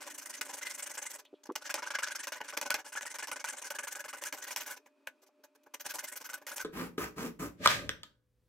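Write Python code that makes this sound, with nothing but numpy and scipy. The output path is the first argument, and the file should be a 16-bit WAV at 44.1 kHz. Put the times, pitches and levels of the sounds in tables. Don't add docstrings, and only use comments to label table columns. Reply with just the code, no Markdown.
import sys
import numpy as np
from scipy import signal
from scipy.fft import rfft, irfft, next_fast_len
from scipy.io import wavfile

SR = 44100
rng = np.random.default_rng(int(sys.argv[2]) if len(sys.argv) > 2 else 0)


def pcm_store(signal):
    levels = np.round(np.clip(np.atleast_2d(signal), -1, 1) * 32767)
    wavfile.write(sys.argv[1], SR, levels.astype(np.int16).T)


N = 374048
T = np.arange(N) / SR
FAST, SLOW_FROM_S = 5, 6.635


def undb(db):
    return 10 ** (np.asarray(db) / 20)


def unit(x):
    return x / np.sqrt(np.mean(x ** 2))


def noise():
    return rng.standard_normal(N)


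def walk(rate_hz):
    steps = rng.standard_normal(N // 4)
    return np.interp(T * rate_hz, np.arange(len(steps)), steps)


def response(points, size):
    octave = np.log2(np.maximum(np.fft.rfftfreq(size, 1 / SR), 1))
    hz, db = np.transpose(points)
    at = np.log2(np.maximum(hz, 1))
    outside = np.maximum(at[0] - octave, 0) + np.maximum(octave - at[-1], 0)
    return undb(np.interp(octave, at, db) - 20 * outside)


def colour(x, points):
    size = next_fast_len(N)
    return unit(irfft(rfft(x, size) * response(points, size), size)[:N])


def filtered(kind, order, edge_hz, x, both_ways=False):
    sos = signal.butter(order, edge_hz, kind, fs=SR, output="sos")
    return signal.sosfiltfilt(sos, x) if both_ways else signal.sosfilt(sos, x)


def chips(rate_hz, spread_db):
    breaks = rng.random(N) < rate_hz / SR
    size_db = spread_db * np.minimum(rng.exponential(size=N), 5)
    return unit(breaks * noise() * undb(size_db))


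def struck(rows, column, rise_s=0.00034):
    out = np.zeros(N)
    for row in rows:
        start = int(row[0] * SR)
        age = T[:min(SR // 8, N - start)]
        fall = np.exp(-age / max(row[-1], 1e-4))
        out[start:start + len(age)] += undb(row[column]) * np.minimum(age / rise_s, 1) * fall
    return out


def snap(rows, column, points, size=2048):
    rows, pulses = np.array(rows), np.zeros(N)
    pulses[(rows[:, 0] * SR).astype(int)] = undb(rows[:, column])
    cepstrum = irfft(np.log(response(points, size)))
    folded = np.r_[cepstrum[0], 2 * cepstrum[1:size // 2]]
    click = irfft(np.exp(rfft(folded, size)))
    return signal.oaconvolve(pulses, click / np.abs(click).max())[:N]


def swell(crest_s, db, rise_db_s, fall_db_s, hold_s=0):
    before = np.maximum(crest_s - T, 0)
    after = np.maximum(T - crest_s - hold_s, 0)
    return undb(db - rise_db_s * before - fall_db_s * after)


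# time_s [s], level_db [dB]
BACKGROUND_LEVEL = [(0, -60), (1.4, -75), (4.9, -74.5), (5.4, -78.5), (6.4, -69.5), (8.2, -83.5),
                    (8.48, -77)]
# pitch_hz [Hz], level_db [dB]
QUICK_AIR = [(60, -31), (110, -42), (195, -29.5), (250, -3), (300, -1), (420, -13), (480, -16.5),
             (600, -2.5), (720, -19.5), (900, -11.5), (1200, -14), (2200, -22.5), (2490, -10.5),
             (2750, -22.5), (8000, -33), (15000, -40)]
SLOW_AIR = [(15, -38.5), (25, -20.5), (43, -9.5), (87, -8), (124, -17), (159, -14.5), (389, -23),
            (496, -22), (669, -32.5), (7300, -42), (16500, -44)]
# pitch_hz [Hz], level_db [dB], waver_db [dB]
QUICK_HUM = [(282, -80, 1.5), (398, -86.5, 10), (600, -76, -0.5), (880, -92, 6.5)]
SLOW_HUM = [(59, -84.5, 1.7), (118, -81, 1), (500, -90.5, 2)]


def background(air, hum, speed):
    shared = colour(noise(), air)
    air_db = np.interp(T, *np.transpose(BACKGROUND_LEVEL)) + 1.5 * walk(3 * speed)
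    out = np.array([unit(shared + 0.5 * colour(noise(), air)) for _ in range(2)]) * undb(air_db)
    for hz, db, waver in hum:
        level = np.sqrt(2) * undb(db + waver * walk(5 * speed))
        out = out + level * np.sin(2 * np.pi * hz * T + 0.43 * waver * walk(4 * speed))
    return out


# pitch_hz [Hz], width_hz [Hz], level_db [dB]
BENCH_MODES = [(115.7, 7.1, -1.5), (175.7, 6, 1.5), (198, 5.9, 3), (297.8, 2.9, 6.5), (328.7, 5.4, -6.5),
               (382.7, 8, -18.5), (431.3, 10, -14), (585, 7, -7.5)]


def room(x, speed, lag_ms, early_db, early_s, late_db, t60_s, damp_hz, boom_db, boom_s, boom_hz,
         wide_hz, modes_db):
    size = next_fast_len(N + SR)
    hz, age = np.fft.rfftfreq(size, 1 / SR), T[:SR] * speed

    def echoes(t60):
        decay = np.exp(-np.log(1000) * age / t60) * np.minimum(age / 0.0032, 1)
        burst = rng.standard_normal((2, SR)) * decay
        mid, side = rfft(burst / np.sqrt(np.sum(burst ** 2, axis=1, keepdims=True)), size)
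        width = hz / (hz + wide_hz)
        return (mid + width * side * np.array([[1], [-1]])) / np.sqrt(1 + width ** 2)

    direct = np.exp(-2j * np.pi * hz * np.array([[0], [lag_ms / 1000]]))
    ring = sum(undb(db) / (1 + 2j * (hz / speed - centre) / width) for centre, width, db in BENCH_MODES)
    early = undb(early_db) * echoes(early_s)
    late = undb(late_db) * echoes(t60_s) / (1 + 1j * hz / damp_hz)
    boom = undb(boom_db) * echoes(boom_s) / (1 + 1j * hz / boom_hz) ** 3
    paths = direct + undb(modes_db) * ring + early + late + boom
    heard = irfft(rfft(x, size) * paths, size)[:, :N]
    return heard / np.sqrt(1 + undb(early_db) ** 2 + undb(late_db) ** 2)


# crest_s [s], level_db [dB], rise_db_s [dB/s], fall_db_s [dB/s]
RUBS = [(1.257, -59, 1998, 702), (1.352, -72, 900, 400)]
# pitch_hz [Hz], level_db [dB]
RUB_COLOUR = [(2300, -16), (3100, 5), (4200, -4), (5200, -21)]


def rub():
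    return colour(noise(), RUB_COLOUR) * sum(swell(*row) for row in RUBS)


# start_s [s], thud_db [dB], wood_db [dB], decay_s [s]
BUMPS = [(1.329, -39.5, -65, 0.0032), (1.339, -41, -68, 0.0027), (1.4905, -26, -39, 0.0049),
         (1.4995, -56, -26.5, 0.0023), (1.508, -33.5, -47, 0.0068), (5.228, -78, -63.5, 0.012),
         (5.289, -72, -62, 0.0056), (5.392, -61, -80.5, 0.009), (5.666, -57, -55, 0.0066)]
# pitch_hz [Hz], level_db [dB]
BUMP_COLOURS = [
    [(200, 0.5), (320, 6), (500, 1), (720, -40)],
    [(550, 5), (1200, 6), (1700, -14), (2400, -23)],
]


def bumps():
    thud, wood = (colour(noise(), points) for points in BUMP_COLOURS)
    contact = thud * struck(BUMPS, 1, rise_s=0.0014) + wood * struck(BUMPS, 2, rise_s=0.0021)
    return filtered("high", 4, 270, contact)


# crest_s [s], level_db [dB], rise_db_s [dB/s], fall_db_s [dB/s]
SCRAPES = [(7.661, -25.5, 643.5, 2998), (7.706, -26.5, 445.5, 202.5)]
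# pitch_hz [Hz], level_db [dB]
SCRAPE_COLOUR = [(290, -26.5), (500, -15.5), (605, -2.5), (651, -8.5), (1100, -10), (1220, 1), (1430, -14),
                 (1570, 1.5), (2130, -3.5), (2500, -3), (2650, -6.5), (3210, -6), (7380, -15),
                 (10000, -22.5), (15300, -21.5), (16500, -52)]
RUMBLE_COLOUR = [(15, -49.5), (25, -20), (118, -1.5), (151, -1.5), (181, -1.5), (334, -5), (387, -6.5),
                 (498, -8), (600, -4), (780, -36), (1320, -120)]


def breakthrough():
    shared = noise() + 0.66 * chips(1300, spread_db=-6.5)
    scrape = np.array([colour(shared + 2.5 * noise(), SCRAPE_COLOUR) for _ in range(2)])
    scrape = scrape * sum(swell(*row) for row in SCRAPES)
    deep = [(20, -13), (55, -2.0), (110, -7.0), (200, -33.5)]
    deep_rumble = np.array([undb(db) * colour(noise(), deep) for db in (-7, -14)])
    level = swell(7.605, -46.5, rise_db_s=1402.5, fall_db_s=170, hold_s=0.24)
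    return scrape + (colour(noise(), RUMBLE_COLOUR) + deep_rumble) * level


# pitch_hz [Hz], width_hz [Hz], level_db [dB]
PIPE_MODES = [(620, 80, 4), (1050, 180, -5), (1250, 180, 11), (1480, 120, 8), (1630, 99, 4),
              (1805, 130, -3), (2070, 160, -12.5), (3300, 550, -9), (5380, 600, -22)]


def pipe(x):
    return sum(undb(db) * signal.lfilter(*signal.iirpeak(hz, hz / width, fs=SR), x)
               for hz, width, db in PIPE_MODES)


# start_s [s], thud_db [dB], ring_db [dB], crack_db [dB], decay_s [s]
BLOWS = [(6.648, -33, -48, -39, 0.011), (6.98, -27, -42, -35, 0.0064), (7.659, -30, -21, -35, 0.003),
         (7.6745, -35.5, -25.5, -6.5, 0.0012), (7.8925, -26.5, -24, -21, 0.00081),
         (8.033, -63.5, -55, -31, 0.0047)]
# pitch_hz [Hz], level_db [dB]
CRACK_COLOUR = [(290, -61), (700, -20.5), (1790, 10.5), (2460, -3), (3300, 11), (3930, 8), (6010, -1.5),
                (8060, -5), (10500, -19), (13800, -3.5), (16500, -28)]


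def blows(kick_db=10, snap_db=4, splinter_db=-11, linger_db=-22, linger_s=0.036):
    contact, force = noise(), struck(BLOWS, 2)
    kick = undb(kick_db) * snap(BLOWS, 2, [(300, 0), (16000, 0.0018)])
    ring = pipe(kick + 2.86 * contact * force) / np.std(pipe(contact))
    stored = signal.lfilter([1], [1, -np.exp(-1 / (linger_s * SR))], force ** 2) / (0.0037 * SR)
    tones = colour(noise(), [(1380, -9.5), (1480, 1.5), (1560, -4), (1640, -1.0), (1800, -19.5)])
    linger = undb(linger_db) * np.sqrt(stored) * tones
    splinter = undb(splinter_db) * colour(noise(), CRACK_COLOUR) * struck(BLOWS, 3)
    crack = splinter + undb(snap_db) * snap(BLOWS, 3, CRACK_COLOUR)
    thud = colour(noise(), SLOW_COLOURS[1]) * struck(BLOWS, 1, rise_s=0.0013)
    return thud + ring + linger + crack


# start_s [s], knock_db [dB], tick_db [dB]
CATCHES = [(0.4145, -54, -32.5), (1.2515, -54, -48.5), (1.5215, -78, -44), (1.5556, -38, -27),
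           (1.5601, -31.5, -20), (1.7416, -31, -15.5), (1.9871, -36.5, -31), (2.0328, -36, -27),
           (2.2716, -38, -24), (2.3222, -37.5, -28.5), (2.4138, -30.5, -35), (2.5744, -28, -16.5),
           (2.6139, -36, -17.5), (2.7049, -26, -10), (2.7425, -42.5, -15), (3.0099, -35.5, -34),
           (3.1862, -42, -27.5), (3.229, -56, -34), (3.2725, -45, -27.5), (3.316, -35, -23),
           (3.4426, -31.5, -25.5), (3.7033, -44.5, -29), (4.2381, -47.5, -20), (4.3262, -30.5, -22.5),
           (4.5075, -34, -33), (4.5624, -44.5, -16.5), (4.8615, -52.5, -52), (5.0724, -30, -27.5),
           (6.4677, -41.5, -28), (6.5814, -50, -21.5)]
# pitch_hz [Hz], level_db [dB]
CATCH_COLOURS = [
    [(150, -19.5), (330, -12), (500, 1.5), (620, 4), (740, -12.5), (900, 3.5)],
    [(750, -9), (950, 1), (1250, -5.5), (1620, 7), (2500, 0.5), (2950, 1), (3400, -14.5), (5000, -30)],
]
# pitch_hz [Hz], level_db [dB]
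CATCH_CLICK = [(150, -50), (400, -10.5), (900, 2), (1600, -1), (2800, 3.5), (3600, -5), (5800, 3.5),
               (8000, -3.5), (14000, -3.5), (16000, -13)]


def catches(knocks, thud_db, body_db, tick_db, click_db):
    thud, body, tick = (colour(noise(), points) for points in (*CATCH_COLOURS, QUICK_COLOURS[2]))
    rows = [(*row, 0.0025) for row in knocks]
    knock = undb(thud_db) * thud * struck(rows, 1, rise_s=0.00099)
    knock = knock + undb(body_db) * body * struck(rows, 1)
    contact = knock + undb(tick_db) * tick * struck(rows, 2)
    contact = contact + undb(click_db) * snap(rows, 2, CATCH_CLICK)
    return filtered("high", 3, 240, contact)


# time_s [s], gain_db [dB]
TREBLE_GAIN = [(0, 1), (1.2, 2.5), (1.8, -9), (2.7, -2), (3.3, -5.5), (4.2, 3.5), (5.8, 4.5), (6.3, 7.5)]


def treble_gain(x, edge_hz=10500):
    top = filtered("high", 3, edge_hz, x, both_ways=True)
    return x + (undb(np.interp(T, *np.transpose(TREBLE_GAIN))) - 1) * top


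PATCH_HZ = [1200, 2600, 3800, 5000, 6300, 7800, 9500, 12000]


def patchy(x, rate_hz, depth_db):
    size = next_fast_len(N)
    spectrum, hz = rfft(x, size), np.fft.rfftfreq(size, 1 / SR)
    out = 0
    for pick in np.eye(len(PATCH_HZ)):
        band = irfft(spectrum * np.interp(hz, PATCH_HZ, pick), size)[:, :N]
        out = out + band * undb(depth_db * walk(rate_hz))
    return unit(out)


# start_s [s], length_s [s], crest [place in the stroke, 0-1],
# top_tooth_hz [Hz], bench_db [dB], chatter_db [dB], rasp_db [dB], brightness_db [dB]
QUICK_STROKES = [(0.006, 0.063, 0.22, 1830, -59, -54, -44.5, 2),
                 (0.047, 0.046, 0.67, 1960, -51.5, -52, -40.5, 1),
                 (0.093, 0.04, 0.46, 1910, -75, -48, -44.5, 7),
                 (0.137, 0.031, 0.5, 1810, -65, -53.5, -46, 10),
                 (0.177, 0.034, 0.35, 1810, -63.5, -54, -40.5, 5.5),
                 (0.213, 0.04, 0.3, 1690, -69, -55, -46, 8.5),
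                 (0.252, 0.035, 0.41, 2040, -64.5, -49, -43.5, 6.5),
                 (0.288, 0.034, 0.48, 1920, -58, -52, -42, 7),
                 (0.329, 0.036, 0.45, 2070, -63, -46.5, -43, 8.5),
                 (0.363, 0.042, 0.37, 1710, -67, -54.5, -46.5, 5),
                 (0.411, 0.033, 0.08, 1860, -50, -37, -31.5, 5.5),
                 (0.446, 0.036, 0.46, 1860, -59, -54, -44, 11),
                 (0.481, 0.047, 0.38, 1770, -51.0, -51.5, -45.5, 9.5),
                 (0.526, 0.042, 0.37, 1760, -54, -53, -41, 7),
                 (0.568, 0.039, 0.3, 1930, -59, -48.5, -45, 11),
                 (0.612, 0.037, 0.44, 2080, -58, -43.5, -37.5, -0.5),
                 (0.649, 0.041, 0.49, 2130, -57.5, -40.5, -37.5, 5.5),
                 (0.691, 0.043, 0.43, 2140, -60.5, -47.5, -40, 5),
                 (0.733, 0.037, 0.44, 2080, -72, -53, -44, 11.5),
                 (0.775, 0.047, 0.37, 2310, -58.5, -49.5, -42, 4.5),
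                 (0.823, 0.031, 0.24, 1840, -57, -49, -42, 12),
                 (0.858, 0.03, 0.4, 1720, -56, -47.5, -39.5, 8),
                 (0.893, 0.042, 0.36, 1990, -54, -49, -42.5, 7.5),
                 (0.936, 0.034, 0.43, 1740, -59.5, -52, -43, 6),
                 (0.973, 0.035, 0.32, 1770, -54.5, -44, -43, 12),
                 (1.016, 0.038, 0.3, 1790, -56, -49.5, -40.5, 7),
                 (1.053, 0.036, 0.32, 2100, -67, -45.5, -45.5, 12),
                 (1.09, 0.042, 0.49, 2020, -63, -54, -43.5, 8),
                 (1.128, 0.054, 0.33, 2000, -58, -52.5, -47, 10),
                 (1.554, 0.048, 0.08, 1770, -52, -51, -36, -6.5),
                 (1.609, 0.029, 0.55, 1470, -58, -49.5, -46, 3),
                 (1.633, 0.059, 0.57, 1890, -58.5, -49, -39, -3.5),
                 (1.694, 0.035, 0.31, 1760, -53, -38, -33, -3),
                 (1.743, 0.048, 0, 1660, -44.5, -45.5, -30.5, 1),
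                 (1.778, 0.036, 0.34, 1420, -53, -38, -42, 3),
                 (1.822, 0.038, 0.16, 1640, -49.5, -41, -36.5, -3),
                 (1.854, 0.042, 0.47, 1600, -54.5, -39.5, -41.5, 3),
                 (1.904, 0.034, 0.2, 1640, -51.5, -40, -35, -2),
                 (1.937, 0.032, 0.57, 1670, -49.5, -31.5, -32.5, -4),
                 (1.9865, 0.033, 0.16, 1410, -54.5, -35.5, -36, 1),
                 (2.023, 0.033, 0.49, 1690, -56, -33.5, -32.5, 1.5),
                 (2.066, 0.038, 0.27, 1680, -55, -41, -37.5, -1),
                 (2.101, 0.037, 0.48, 1640, -61, -39, -37.5, 3.5),
                 (2.149, 0.031, 0.28, 1660, -59, -43.5, -36.5, 1),
                 (2.186, 0.037, 0.43, 1830, -61, -43, -42, 8.5),
                 (2.225, 0.034, 0.46, 1900, -59.5, -48.5, -39.5, 4.5),
                 (2.27, 0.032, 0.3, 1740, -54.5, -43.5, -38.5, 2.5),
                 (2.32, 0.044, 0.19, 1810, -57.5, -43, -37.5, 0),
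                 (2.355, 0.043, 0.27, 2020, -55.5, -47, -42.5, -7),
                 (2.404, 0.024, 0.32, 1740, -45, -44, -46, -6),
                 (2.437, 0.042, 0.34, 1730, -58, -52, -48.5, 1),
                 (2.471, 0.051, 0.5, 1700, -59.5, -49, -40, 3),
                 (2.525, 0.036, 0.32, 1540, -52, -42.5, -45, 3),
                 (2.569, 0.029, 0.19, 1820, -43.5, -41, -32.5, -11),
                 (2.614, 0.034, 0.36, 1530, -48, -43, -37, 1),
                 (2.653, 0.037, 0.3, 1580, -47, -42, -39.5, 2),
                 (2.7013, 0.037, 0.27, 1450, -51, -33.5, -35, 2),
                 (2.742, 0.037, 0, 1720, -42.5, -34, -28, -5),
                 (2.776, 0.053, 0.3, 1720, -52, -46, -46.5, -2.0),
                 (2.845, 0.075, 0.29, 1760, -60.5, -51.5, -47.5, 8),
                 (2.921, 0.037, 0.36, 1630, -67, -48.5, -43, 9),
                 (2.953, 0.047, 0.44, 1690, -54, -34, -38, 6),
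                 (3.0107, 0.04, 0.4, 1710, -57.5, -49, -43.5, 9.5),
                 (3.053, 0.039, 0.32, 1850, -58, -40.5, -42, 10),
                 (3.093, 0.044, 0.48, 2170, -60.5, -48, -42.5, 8),
                 (3.141, 0.036, 0.27, 1860, -55.5, -42.5, -40.5, 6.5),
                 (3.188, 0.038, 0.22, 1660, -56.0, -43.5, -39.5, 6),
                 (3.225, 0.036, 0.29, 1790, -53, -37.5, -38.5, 6.5),
                 (3.275, 0.037, 0.29, 1580, -50.5, -50, -41, 2),
                 (3.314, 0.035, 0.23, 1470, -49, -38, -41.5, 11),
                 (3.359, 0.031, 0.17, 1640, -52, -45, -41.0, 4.5),
                 (3.394, 0.034, 0.33, 1670, -59, -46.0, -42.5, 5.5),
                 (3.4418, 0.031, 0.28, 1630, -60, -43, -39.5, 9.5),
                 (3.468, 0.052, 0.43, 1710, -57.5, -40.5, -38.5, 7.5),
                 (3.524, 0.038, 0.27, 1580, -53.5, -49, -44.5, 10),
                 (3.564, 0.048, 0.34, 1750, -58.5, -50, -42.5, 8),
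                 (3.615, 0.022, 0.37, 2070, -53, -51, -44, 9),
                 (3.637, 0.061, 0.37, 1700, -58, -47, -40.5, 4),
                 (3.705, 0.032, 0.14, 1710, -48, -42.5, -40.5, 8.5),
                 (3.741, 0.035, 0.47, 1750, -56, -43, -42.5, 6),
                 (3.786, 0.038, 0.13, 1720, -50, -39, -40.5, 7.5),
                 (3.826, 0.035, 0.46, 1720, -55, -43.5, -43, 7),
                 (3.871, 0.033, 0.2, 1500, -57, -42, -42.5, 8),
                 (3.905, 0.039, 0.53, 1770, -57.5, -49, -42.5, 8),
                 (3.951, 0.039, 0.25, 1670, -53.5, -45.5, -43, 5.5),
                 (3.986, 0.038, 0.5, 1720, -57, -42.5, -43.5, 5),
                 (4.041, 0.037, 0.31, 1700, -52.5, -45.5, -46, 8),
                 (4.081, 0.042, 0.22, 1650, -65, -46.5, -44.5, 8.5),
                 (4.129, 0.042, 0.18, 1500, -52.5, -43, -45.5, 7),
                 (4.167, 0.04, 0.28, 1970, -58.5, -51, -49, 6),
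                 (4.213, 0.03, 0.38, 1840, -52.5, -47.5, -43, 8),
                 (4.244, 0.06, 0.4, 1710, -59.5, -44, -41, 6.5),
                 (4.324, 0.051, 0.23, 1950, -49.5, -51, -41, -20),
                 (4.367, 0.053, 0.34, 1680, -59, -55, -49.5, 6.5),
                 (4.41, 0.052, 0.5, 1870, -59, -46.5, -41, 0), (4.468, 0.046, 0.32, 1940, -57, -46, -40, 1),
                 (4.506, 0.05, 0.2, 1700, -53.5, -53, -40.5, 3),
                 (4.56, 0.05, 0.24, 2030, -54.5, -42, -36.5, 3),
                 (4.6, 0.063, 0.17, 1890, -55.5, -52, -38, -5),
                 (4.656, 0.045, 0.46, 1710, -56, -47, -39.5, 1),
                 (4.694, 0.066, 0.33, 1670, -56.5, -45.5, -41, 2),
                 (5.844, 0.037, 0.52, 1790, -49.5, -47.5, -40, 5.5),
                 (5.88, 0.05, 0.53, 1610, -61, -46, -38.5, -1),
                 (5.938, 0.053, 0.21, 1800, -50.5, -51, -39, 4.5),
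                 (5.985, 0.037, 0.2, 1780, -59, -43, -36, 1),
                 (6.025, 0.041, 0.48, 2110, -55, -48.5, -41, 1.5),
                 (6.066, 0.047, 0.46, 1780, -71, -49.5, -46.5, 10),
                 (6.117, 0.038, 0.31, 2110, -60, -52, -47.5, 8.5),
                 (6.156, 0.036, 0.33, 1600, -63, -51, -41.5, 2.5),
                 (6.201, 0.035, 0.4, 1640, -55, -55, -46, 5.5), (6.241, 0.043, 0.4, 1570, -65, -49, -43, 0),
                 (6.29, 0.039, 0.24, 1570, -58, -48, -48, 7.5),
                 (6.325, 0.042, 0.45, 1540, -59, -44, -43, 4),
                 (6.466, 0.056, 0.3, 1680, -57.5, -50, -41, 0),
                 (6.51, 0.044, 0.36, 1700, -55.5, -45, -43.5, 5),
                 (6.559, 0.036, 0.28, 1880, -56.5, -52, -40.5, 7.5),
                 (6.589, 0.052, 0.37, 1563, -56, -40, -38, 1)]
# start_s [s], length_s [s], chatter_db [dB], rasp_db [dB]
DRAGS = [(1.183, 0.036, -59, -44.5), (1.246, 0.02, -78, -64), (1.433, 0.015, -69, -49.5),
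         (1.454, 0.012, -58.5, -52), (1.466, 0.014, -61, -55), (4.761, 0.03, -60, -49),
         (4.857, 0.03, -65.5, -62.5), (5.068, 0.03, -56.5, -52), (5.217, 0.036, -74, -59),
         (5.261, 0.035, -80, -62.5), (5.434, 0.031, -64, -55.5), (5.549, 0.022, -69.5, -63),
         (5.632, 0.018, -88, -68), (5.66, 0.025, -62, -64.5), (5.737, 0.023, -49.5, -38.5),
         (5.796, 0.033, -61, -40), (6.369, 0.029, -58.5, -59), (6.412, 0.03, -61, -61.5)]


def quick_strokes():
    bites = []
    for start, _, crest, _, _, chatter, rasp, _ in QUICK_STROKES:
        if crest < 0.65:
            bite_db = 20 * np.log10(np.interp(crest, (0.27, 0.65), (1, 0.1)))
            bites.append((start, chatter + 4 + bite_db, rasp - 4.5 + bite_db))
    drags = [(start, length, 0.33, 1758, chatter - 0.5, chatter, rasp, -2.5)
             for start, length, chatter, rasp in DRAGS]
    return list(QUICK_STROKES) + drags, bites


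def stroke_motion(strokes, speed, shape, glide, pure, lock):
    levels, rate_hz = np.zeros((3, N)), np.full(N, 200. * speed)
    tonal, bright_db = np.zeros(N), np.zeros(N)
    leans = rng.uniform(0.85, 1.3, len(strokes))
    for (start, length, crest, hz, bench, chatter, rasp, brightness), lean in zip(strokes, leans):
        span = slice(max(int(start * SR), 0), int((start + length) * SR))
        travel = np.linspace(0, 1, span.stop - span.start)
        bend = np.log(0.5) / np.log(np.clip(crest, 0.05, 0.9))
        blade = np.abs(np.sin(np.pi * travel ** bend))
        levels[:, span] += undb([bench, chatter, rasp])[:, None] * blade ** shape
        rate_hz[span] = hz * (1 - glide * (1 - np.sin(np.pi * travel ** lean)))
        tonal[span] = np.clip(pure + 0.02 * (chatter - rasp) + lock * (crest - 0.4), 0.15, 0.92)
        bright_db[span] = brightness
    return levels, rate_hz, tonal, bright_db


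def chatter_of_wall(phase, tonal, points, speed, octave_db):
    tones = np.sin(phase) + undb(octave_db) * np.sin(2 * phase)
    snags = unit(tones * undb(2.2 * walk(70 * speed)))
    return np.sqrt(tonal) * snags + np.sqrt(1 - tonal) * colour(noise(), points)


# pitch_hz [Hz], level_db [dB]
GRIT_COLOUR = [(700, -11), (1500, 9.5), (2800, -3.5), (6000, -6.5), (9000, -18.5)]


def rasp_of_teeth(phase, bright_db, points, speed, bite, chip_share, spread, patchy_db, bright_hz, sing,
                  grit_db):
    dust = unit(np.exp(bite * np.cos(phase))) * noise() + chip_share * chips(500 * speed, spread_db=5.5)
    rasp = np.array([colour(dust + spread * noise(), points) for _ in range(2)])
    rasp = patchy(rasp, 14 * speed, patchy_db)
    treble = filtered("band", 2, [bright_hz, 1.59 * bright_hz], rasp, both_ways=True)
    rasp = rasp + (undb(bright_db) - 1) * treble
    band = walk(450 * speed) * np.cos(4 * phase) + walk(450 * speed) * np.sin(4 * phase)
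    grit = colour(chips(130 * speed, spread_db=3.0), GRIT_COLOUR)
    return rasp + sing * unit(band) + undb(grit_db) * grit


# start_s [s], length_s [s], crest [place in the stroke, 0-1],
# top_tooth_hz [Hz], bench_db [dB], chatter_db [dB], rasp_db [dB], brightness_db [dB]
SLOW_STROKES = [(6.715, 0.2, 0.45, 261.4, -50.5, -40, -40.5, -2.5),
                (6.975, 0.15, 0.24, 416, -48.5, -43, -39.5, 3.5),
                (7.155, 0.185, 0.35, 238.9, -51.5, -40, -42.5, 2),
                (7.39, 0.14, 0.22, 305.2, -45, -42, -43, 5)]
# pitch_hz [Hz], level_db [dB]
QUICK_COLOURS = [
    [(18, -46), (30, -29), (120, -24), (215, -20), (285, -4.5), (352, -11.5), (400, -1.5), (524, -5.5),
     (596, 3.5), (697, -18.5), (759, -3), (900, -5), (1170, -4), (1980, -120)],
    [(470, -52), (800, -27.5), (920, -9.5), (1280, -2), (1610, -4.5), (1930, -9.5), (2100, 0.5),
     (2660, -13), (2880, -10.5), (3200, -34.5), (4160, -60), (7040, -120)],
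    [(1650, -5), (2800, 1), (2950, 0), (3630, -5.5), (5420, -0.5), (6190, 4), (7030, -4), (8030, -2.5),
     (10600, -7.5), (13500, -3.5), (15700, -14.5), (16100, -22.5), (16500, -59.5)],
]
SLOW_COLOURS = [
    [(18, -62), (30, -30.5), (59, -2), (91, -20.5), (113, -4.5), (140, -10), (190, -6.5), (250, -36.5),
     (420, -120)],
    [(100, -36), (170, -1), (231, -4.5), (388, 0.5), (415, 0), (549, -11.5), (584, -16), (650, -17),
     (840, -52), (1430, -120)],
    [(350, -31), (600, -3.5), (729, -16.5), (781, -5), (849, -10.5), (1250, -1), (1400, -7), (2680, -9.5),
     (3440, -16.5), (5290, -17.5), (7280, -17.5), (9090, -22), (13800, -13.5), (15800, -21), (16500, -51.5)],
]


def sawing(strokes, colours, speed, shape, glide, wander, jitter, octave_db, patchy_db, flutter_db, pure,
           lock, bite, chip_share, sing, spread, bright_hz, bench_db, chatter_db, rasp_db, grit_db):
    levels, rate_hz, tonal, bright_db = stroke_motion(strokes, speed, shape, glide, pure, lock)
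    straying = 1 + wander * walk(25 * speed) + jitter * walk(200 * speed)
    phase = 2 * np.pi * np.cumsum(rate_hz * straying) / SR
    grip = unit(undb(flutter_db * walk(70 * speed)))
    chatter = chatter_of_wall(phase, tonal, colours[1], speed, octave_db)
    rasp = rasp_of_teeth(phase, bright_db, colours[2], speed, bite, chip_share, spread, patchy_db,
                         bright_hz, sing, grit_db)
    bench = undb(bench_db) * levels[0] * colour(noise(), colours[0])
    cut = undb(chatter_db) * levels[1] * chatter + undb(rasp_db) * levels[2] * rasp
    return bench + grip * cut


def scene():
    quick_air = background(QUICK_AIR, QUICK_HUM, FAST)
    slow_air = background(SLOW_AIR, SLOW_HUM, 0.91)
    air = np.where(T < SLOW_FROM_S, quick_air, slow_air)

    strokes, bites = quick_strokes()
    quick = sawing(strokes, QUICK_COLOURS, FAST, shape=1.57, glide=0.33, wander=0.02, jitter=0.026,
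                   octave_db=-24.0, patchy_db=3.5, flutter_db=2.5, pure=0.82, lock=1.3, bite=0.8,
                   chip_share=0.2, sing=0.38, spread=0.85, bright_hz=6650,
                   bench_db=1.5, chatter_db=-1.0, rasp_db=-4.0, grit_db=-7)
    quick = treble_gain(quick)
    quick = quick + catches(CATCHES + bites, thud_db=-7, body_db=-1.0, tick_db=-12.5, click_db=0.5)
    quick = room(quick, FAST, lag_ms=0.015, early_db=-16, early_s=0.14, late_db=-7.5, t60_s=0.47,
                 damp_hz=9150, boom_db=-6, boom_s=0.5, boom_hz=1850, wide_hz=1010, modes_db=-4)

    slow = sawing(SLOW_STROKES, SLOW_COLOURS, 0.99, shape=1.85, glide=0.5, wander=0.025, jitter=0.06,
                  octave_db=-7.0, patchy_db=2.0, flutter_db=1.5, pure=0.55, lock=0.66, bite=0.15,
                  chip_share=0.44, sing=0.29, spread=1.0, bright_hz=5000,
                  bench_db=-3.5, chatter_db=1.5, rasp_db=-0.5, grit_db=-10)
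    slow = slow + blows() + breakthrough()
    slow = room(slow, 1.0, lag_ms=0.11, early_db=-10.5, early_s=0.22, late_db=-7.5, t60_s=0.26,
                damp_hz=5000, boom_db=-4.0, boom_s=0.62, boom_hz=610, wide_hz=293, modes_db=-8)
    return air + rub() + bumps() + quick + slow


def record(dry):
    return signal.sosfilt(signal.ellip(10, 0.2, 75, 16300, fs=SR, output="sos"), dry)


dry = scene()
out = record(dry)
pcm_store(out)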